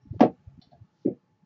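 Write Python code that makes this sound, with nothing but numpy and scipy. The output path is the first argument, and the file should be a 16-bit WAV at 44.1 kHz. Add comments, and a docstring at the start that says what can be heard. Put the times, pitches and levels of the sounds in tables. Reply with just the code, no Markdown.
"""A wooden spindle is set down hard on a hollow wooden seat in a quiet room, then once more, softly.
Contacts are short wave packets; the wood rings as decaying modal bands under a broadband crack or rattle.
Before, between and after the blows hands and legs bump dully (low packets); before and between them the
shaft taps (packets, modes) and wool rustles (swelling noise bands); between them skin scuffs wood (resonant
noise). Throughout, a machine hums faintly far off (wavering noise bands) over the noise of the room."""
import sys
import numpy as np
from scipy import signal
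from scipy.fft import rfft, irfft
from scipy.io import wavfile
from scipy.ndimage import uniform_filter1d

SR = 44100
rng = np.random.default_rng(int(sys.argv[2]) if len(sys.argv) > 2 else 0)


def wav_out(sig):
    """Save sig, one row per channel (or a flat mono array), as 16-bit PCM at SR to the path in sys.argv[1]."""
    wavfile.write(sys.argv[1], SR, np.round(np.clip(np.atleast_2d(sig).T, -1, 1) * 32767).astype(np.int16))


def convert_level_to_amplitude(level_db):
    """Map a level in decibels to its linear amplitude factor."""
    exponent = np.asarray(level_db, float) / 20
    return 10 ** exponent


N = 63945
T = np.arange(N) / SR  # time, s


def at(points, hz):
    """Spectral interpolation: read an (f/Hz, level/dB) table on a log-frequency axis."""
    p = np.array(points, float)
    return np.interp(np.log(hz), np.log(p[:, 0]), p[:, 1])


def unit(x):
    """Power normalisation: scale to rms 1."""
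    return x / np.sqrt(np.mean(x ** 2))


def band(hz, width_hz):
    """Narrow-band noise: a Gaussian spectral weight, two standard deviations wide, at rms 1."""
    f = np.arange(N // 2 + 1) * SR / N
    bell = np.exp(-.5 * ((f - hz) / (width_hz / 2)) ** 2)
    return unit(irfft(rfft(rng.standard_normal(N)) * bell, N))


def walk(rate):
    """Slow random modulation: normal draws held 1 / rate s, then smoothed twice."""
    k = int(SR / rate)
    held = np.repeat(rng.standard_normal(N // k + 1), k)
    smooth = uniform_filter1d(uniform_filter1d(held, k), k)
    return 1.3 * smooth[:N]  # makes up the spread lost in smoothing


def fade(start_s, attack_s, t60_s):
    """Reverberant decay law: linear attack, then exponential release."""
    t = T - start_s
    return np.clip(t / attack_s, 0, 1) * convert_level_to_amplitude(-60 * np.maximum(t - attack_s, 0) / t60_s)


def gated(t, t60_s):
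    """Gated decay: the level falls ever faster, as under a noise suppressor."""
    gate_db_per_s2 = 1699.5
    return convert_level_to_amplitude(-60 * t / t60_s - gate_db_per_s2 * t ** 2)


def ring(modes, hits):
    """Modal superposition: each mode is a narrow wavering band blurred by the room; soft hits miss high modes."""
    swell_s, blur_hz, reach_db = 0.024, 50, 6  # reach_db: loss at the highest mode reached
    out = 0
    for hz, db, t60_s in modes:
        env = 0
        for start_s, hit_db, top_hz in hits:
            t = np.maximum(T - start_s, 0)
            strength = convert_level_to_amplitude(hit_db - reach_db * (hz / top_hz) ** 4)
            env = env + strength * np.clip(t / swell_s, 0, 1) ** 2 * gated(t, t60_s)
        out = out + convert_level_to_amplitude(db) * env * band(hz, blur_hz)
    return out


def coloured(points, lo, shape):
    """Filter-bank synthesis: sixth-octave noise bands from lo Hz up, each with its own envelope."""
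    hzs = lo * 2 ** np.arange(0, np.log2(points[-1][0] / lo), 1 / 6)
    gains = convert_level_to_amplitude(at(points, hzs)) * np.sqrt(hzs)  # level per Hz to level per band
    gains = gains / np.sqrt(np.sum(gains ** 2))
    return sum(g * shape(hz) * band(hz, hz / 9.2) for g, hz in zip(gains, hzs))


def grains(table):
    """Pulses as wave packets: each row is a few cycles of a cosine under a Gaussian bell."""
    out = 0
    for centre_s, db, hz, cycles in table:
        t = T - centre_s
        bell = np.exp(-.5 * (t * hz / cycles * 3.44) ** 2)
        out = out + convert_level_to_amplitude(db) * bell * np.cos(2 * np.pi * hz * t)
    return out


def puffs(table):
    """Amplitude-modulated noise: each row is a band that swells and fades."""
    return sum(convert_level_to_amplitude(db) * fade(start_s, attack_s, t60_s) * band(hz, width_hz)
               for start_s, db, attack_s, t60_s, hz, width_hz in table)


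def room():
    """Stationary background: rumble and air flicker band by band, the treble less, and a faint machine hum."""
    # relative spectrum of rumble and air: f/Hz, level/dB per Hz
    room_spectrum = [(30, -38.5), (70, -19.5), (110, -6.5), (160, -2.5), (280, -13), (455, -20), (718, -24),
                     (1420, -26), (3000, -35), (5000, -38), (7500, -44.5)]
    # the background swells and settles: t/s, level/dB
    room_levels = [(0, -69.5), (.2, -66), (.9, -67.5), (1.25, -70.5), (1.45, -71)]
    # wavering machine tones: f/Hz, width/Hz, mean level/dB
    hum_tones = [(852.4, 41, -80.5), (1760, 89, -92.5)]
    flicker_db, hum_waver_db = 3.5, 1.9

    def flicker(hz):
        return convert_level_to_amplitude(flicker_db * min(1, (400 / hz) ** .4) * walk(16))

    air = coloured(room_spectrum, 35, flicker)
    hum = sum(convert_level_to_amplitude(db + hum_waver_db * walk(6.7)) * band(hz, w) for hz, w, db in hum_tones)
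    return convert_level_to_amplitude(np.interp(T, *np.array(room_levels).T)) * air + hum


def brushes():
    """Fibre friction: wool makes airy noise bands that swell and fade."""
    # brushes of wool: start t/s, level/dB, attack/s, t60/s, f/Hz, width/Hz
    wool_brushes = [(.008, -82, .012, .35, 5500, 450), (.11, -80, .05, .3, 4200, 3000),
                    (.88, -77, .175, .1, 4500, 3200)]
    return puffs(wool_brushes)


def bumps():
    """Soft impact: hands and legs give dull, mostly low wave packets."""
    # bumps of hands and legs: centre t/s, peak level/dB, f/Hz, cycles
    body_bumps = [(.04, -52, 120.4, 2.1), (0.059, -45, 263, 3.2), (0.073, -43.5, 198, 1.87),
                  (.075, -48, 73, 1.6), (0.089, -49, 148, 3.6), (0.115, -24.5, 112, 1.85),
                  (0.131, -36, 246, 3.13), (.14, -40.5, 333, 3.8), (.148, -49.5, 505, 4.7),
                  (0.16, -31, 105.1, 3), (.165, -38.5, 330, 2.4), (.188, -41.5, 170, 8.8),
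                  (.21, -41, 69.67, 1.5), (0.301, -51.5, 85.56, 6.0), (0.398, -63, 97.9, 3.4),
                  (.478, -34.5, 92.6, 1.67), (.49, -60, 210, 6.1), (.485, -67, 575, 11.4),
                  (.525, -50.5, 136.7, 14.2), (0.549, -53, 73.4, 2.2), (0.58, -38.5, 157.4, 0.96),
                  (.592, -37, 182.4, 1.43), (0.634, -61.5, 135.3, 4.6), (.674, -50, 146, 0.86),
                  (.735, -56.5, 233, 8.1), (0.743, -52.5, 139.1, 7), (0.82, -40, 108, 3.04),
                  (.77, -61, 81, 5.5), (0.85, -53.5, 184, 3.8), (.95, -65.5, 156.9, 9.0),
                  (1.135, -63, 80.5, 3.0), (1.341, -63.5, 110.5, 5.3), (1.436, -52.5, 180.5, 3.7)]
    return grains(body_bumps)


def taps():
    """Impulse excitation of a bar: direct packets from the tapped shaft, and its ringing modes."""
    # direct sound of the taps: centre t/s, peak level/dB, f/Hz, cycles
    tap_blows = [(.143, -53.5, 620, 5.7), (.624, -59.5, 726, 9.6), (.7225, -51, 684, 6.3),
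                 (.7325, -44, 708, 4.7)]
    # the shaft set ringing: start t/s, level/dB, highest mode reached f/Hz
    shaft_hits = [(.617, -62.5, 910), (0.718, -54.5, 2000), (0.729, -56.5, 895)]
    # modes of the shaft: f/Hz, relative level/dB, t60/s before the gating
    shaft_modes = [(590, 1.5, 0.094), (702, -4.5, 0.27), (810, -1, 0.14), (430, -7.5, 0.18),
                   (1637, -7, 0.15)]
    return grains(tap_blows) + ring(shaft_modes, shaft_hits)


def crack():
    """Broadband noise: a faint hiss just ahead of the hard blow, then the hard contact's snap and a room tail
    that loses treble first."""
    # first row: a faint noise just ahead of the hard blow; second row: its crack: start t/s, level/dB
    noise_bursts = [(.194, -52.5), (0.2057, -31)]
    # relative spectrum of both: f/Hz, level/dB per Hz
    crack_spectrum = [(900, -2), (1170, 2), (1460, -10.5), (1640, -5), (2150, -8.5), (2700, -9.5),
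                      (3500, -15.5), (5600, -21.5), (7050, -36.5)]
    snap_db, snap_t60_s = 5, 0.021
    t60_low_s, t60_high_s, gate_db_per_s2 = 0.51, .16, 2501  # t60 at 1 and 7 kHz before the gating

    def tail(hz):
        t60_s = np.interp(np.log(hz), np.log([1000, 7000]), [t60_low_s, t60_high_s])
        out = 0
        for start_s, db in noise_bursts:
            snap = convert_level_to_amplitude(snap_db) * fade(start_s, .001, snap_t60_s)
            decay = fade(start_s, 0.0048, t60_s) * convert_level_to_amplitude(-gate_db_per_s2 * (T - start_s) ** 2)
            out = out + convert_level_to_amplitude(db) * (snap + decay)
        return out

    return coloured(crack_spectrum, 900, tail)


def blows():
    """Impact on a hollow body: direct packets, ringing modes, the crack, and the soft blow's bright rattle."""
    # first row: a faint packet just ahead of the hard blow; the rest: contacts of the falling and
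    # bouncing spindle: centre t/s, peak level/dB, f/Hz, cycles
    blow_packets = [(.199, -32.5, 600, 2.3), (.2073, -6.5, 703.6, 2.4), (.2085, -15.5, 331.3, 1.945),
                    (.2157, -3.5, 260, 2.8), (.2157, -14.5, 600, 1.5), (.2197, -10, 572, 2.3),
                    (.2315, -18.5, 504, 10), (.2388, -10, 579, 2.03), (1.0545, -22.5, 403, 3.3),
                    (1.0616, -9.5, 295.4, 2.27), (1.076, -19.5, 280, 1.59), (1.0855, -16.5, 351.3, 1.47)]
    # the wood set ringing: start t/s, level/dB, highest mode reached f/Hz
    wood_hits = [(0.208, -16.5, 1509), (1.054, -27, 590)]
    # modes of the struck wood: f/Hz, relative level/dB, t60/s before the gating
    wood_modes = [(153.9, -5, 0.62), (199, -5, 0.84), (244, -0.5, 0.54), (309, 1, 0.37), (366.5, 2, 0.31),
                  (476.5, -2.5, 0.6), (552, 0, 0.26), (621, -2.5, 0.28), (664, -7.5, 0.32), (730, 2.5, .16),
                  (757, -10, 0.5), (858, -10.5, 0.35), (1061, -16.5, .17), (1330, -17, .15)]
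    # bright bands rattled by the soft blow: start t/s, level/dB, attack/s, t60/s, f/Hz, width/Hz
    rattle_bands = [(1.05, -68, .012, .22, 2170, 500), (1.05, -76, .01, .15, 1620, 250)]
    return grains(blow_packets) + ring(wood_modes, wood_hits) + crack() + puffs(rattle_bands)


def scuffs():
    """Friction-excited resonance: skin on wood excites a few bright, grainy bands."""
    # scuffs of skin on wood: start t/s, level/dB, attack/s, t60/s
    skin_scuffs = [(0.614, -58, 0.0036, 0.12), (.635, -71.5, 0.0059, .15), (0.661, -81, .008, 0.11),
                   (0.706, -74, .012, 0.171)]
    # resonances: f/Hz, width/Hz, relative level/dB
    scuff_bands = [(2020, 900, -16), (3030, 83, -13.5), (3545, 350, -5.5), (4260, 570, -1),
                   (4820, 670, -13), (5450, 400, -13)]
    flicker_db = 1.5
    env = sum(convert_level_to_amplitude(db) * fade(start_s, attack_s, t60_s) for start_s, db, attack_s, t60_s in skin_scuffs)
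    return env * sum(convert_level_to_amplitude(db + flicker_db * walk(60)) * band(hz, w) for hz, w, db in scuff_bands)


def scene():
    """Linear superposition of all sources in one channel."""
    return (room() + brushes() + bumps() + taps() + blows() + scuffs())[None, :]


def band_limit(x):
    """A steep low-pass at the top of the band."""
    return signal.sosfilt(signal.butter(12, 7200, fs=SR, output="sos"), x)


def record(dry):
    """Band limitation: a narrow microphone channel with a steep top, then faint converter hiss."""
    bass_cut_hz, top_hz, hiss_db = 40, 7670, -89.5
    x = signal.sosfilt(signal.butter(2, bass_cut_hz, "high", fs=SR, output="sos"), dry)
    x = signal.sosfilt(signal.cheby1(14, 1, top_hz, fs=SR, output="sos"), x)
    mix = x + convert_level_to_amplitude(hiss_db) * rng.standard_normal(x.shape)
    return band_limit(mix)


dry = scene()
out = record(dry)
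wav_out(out)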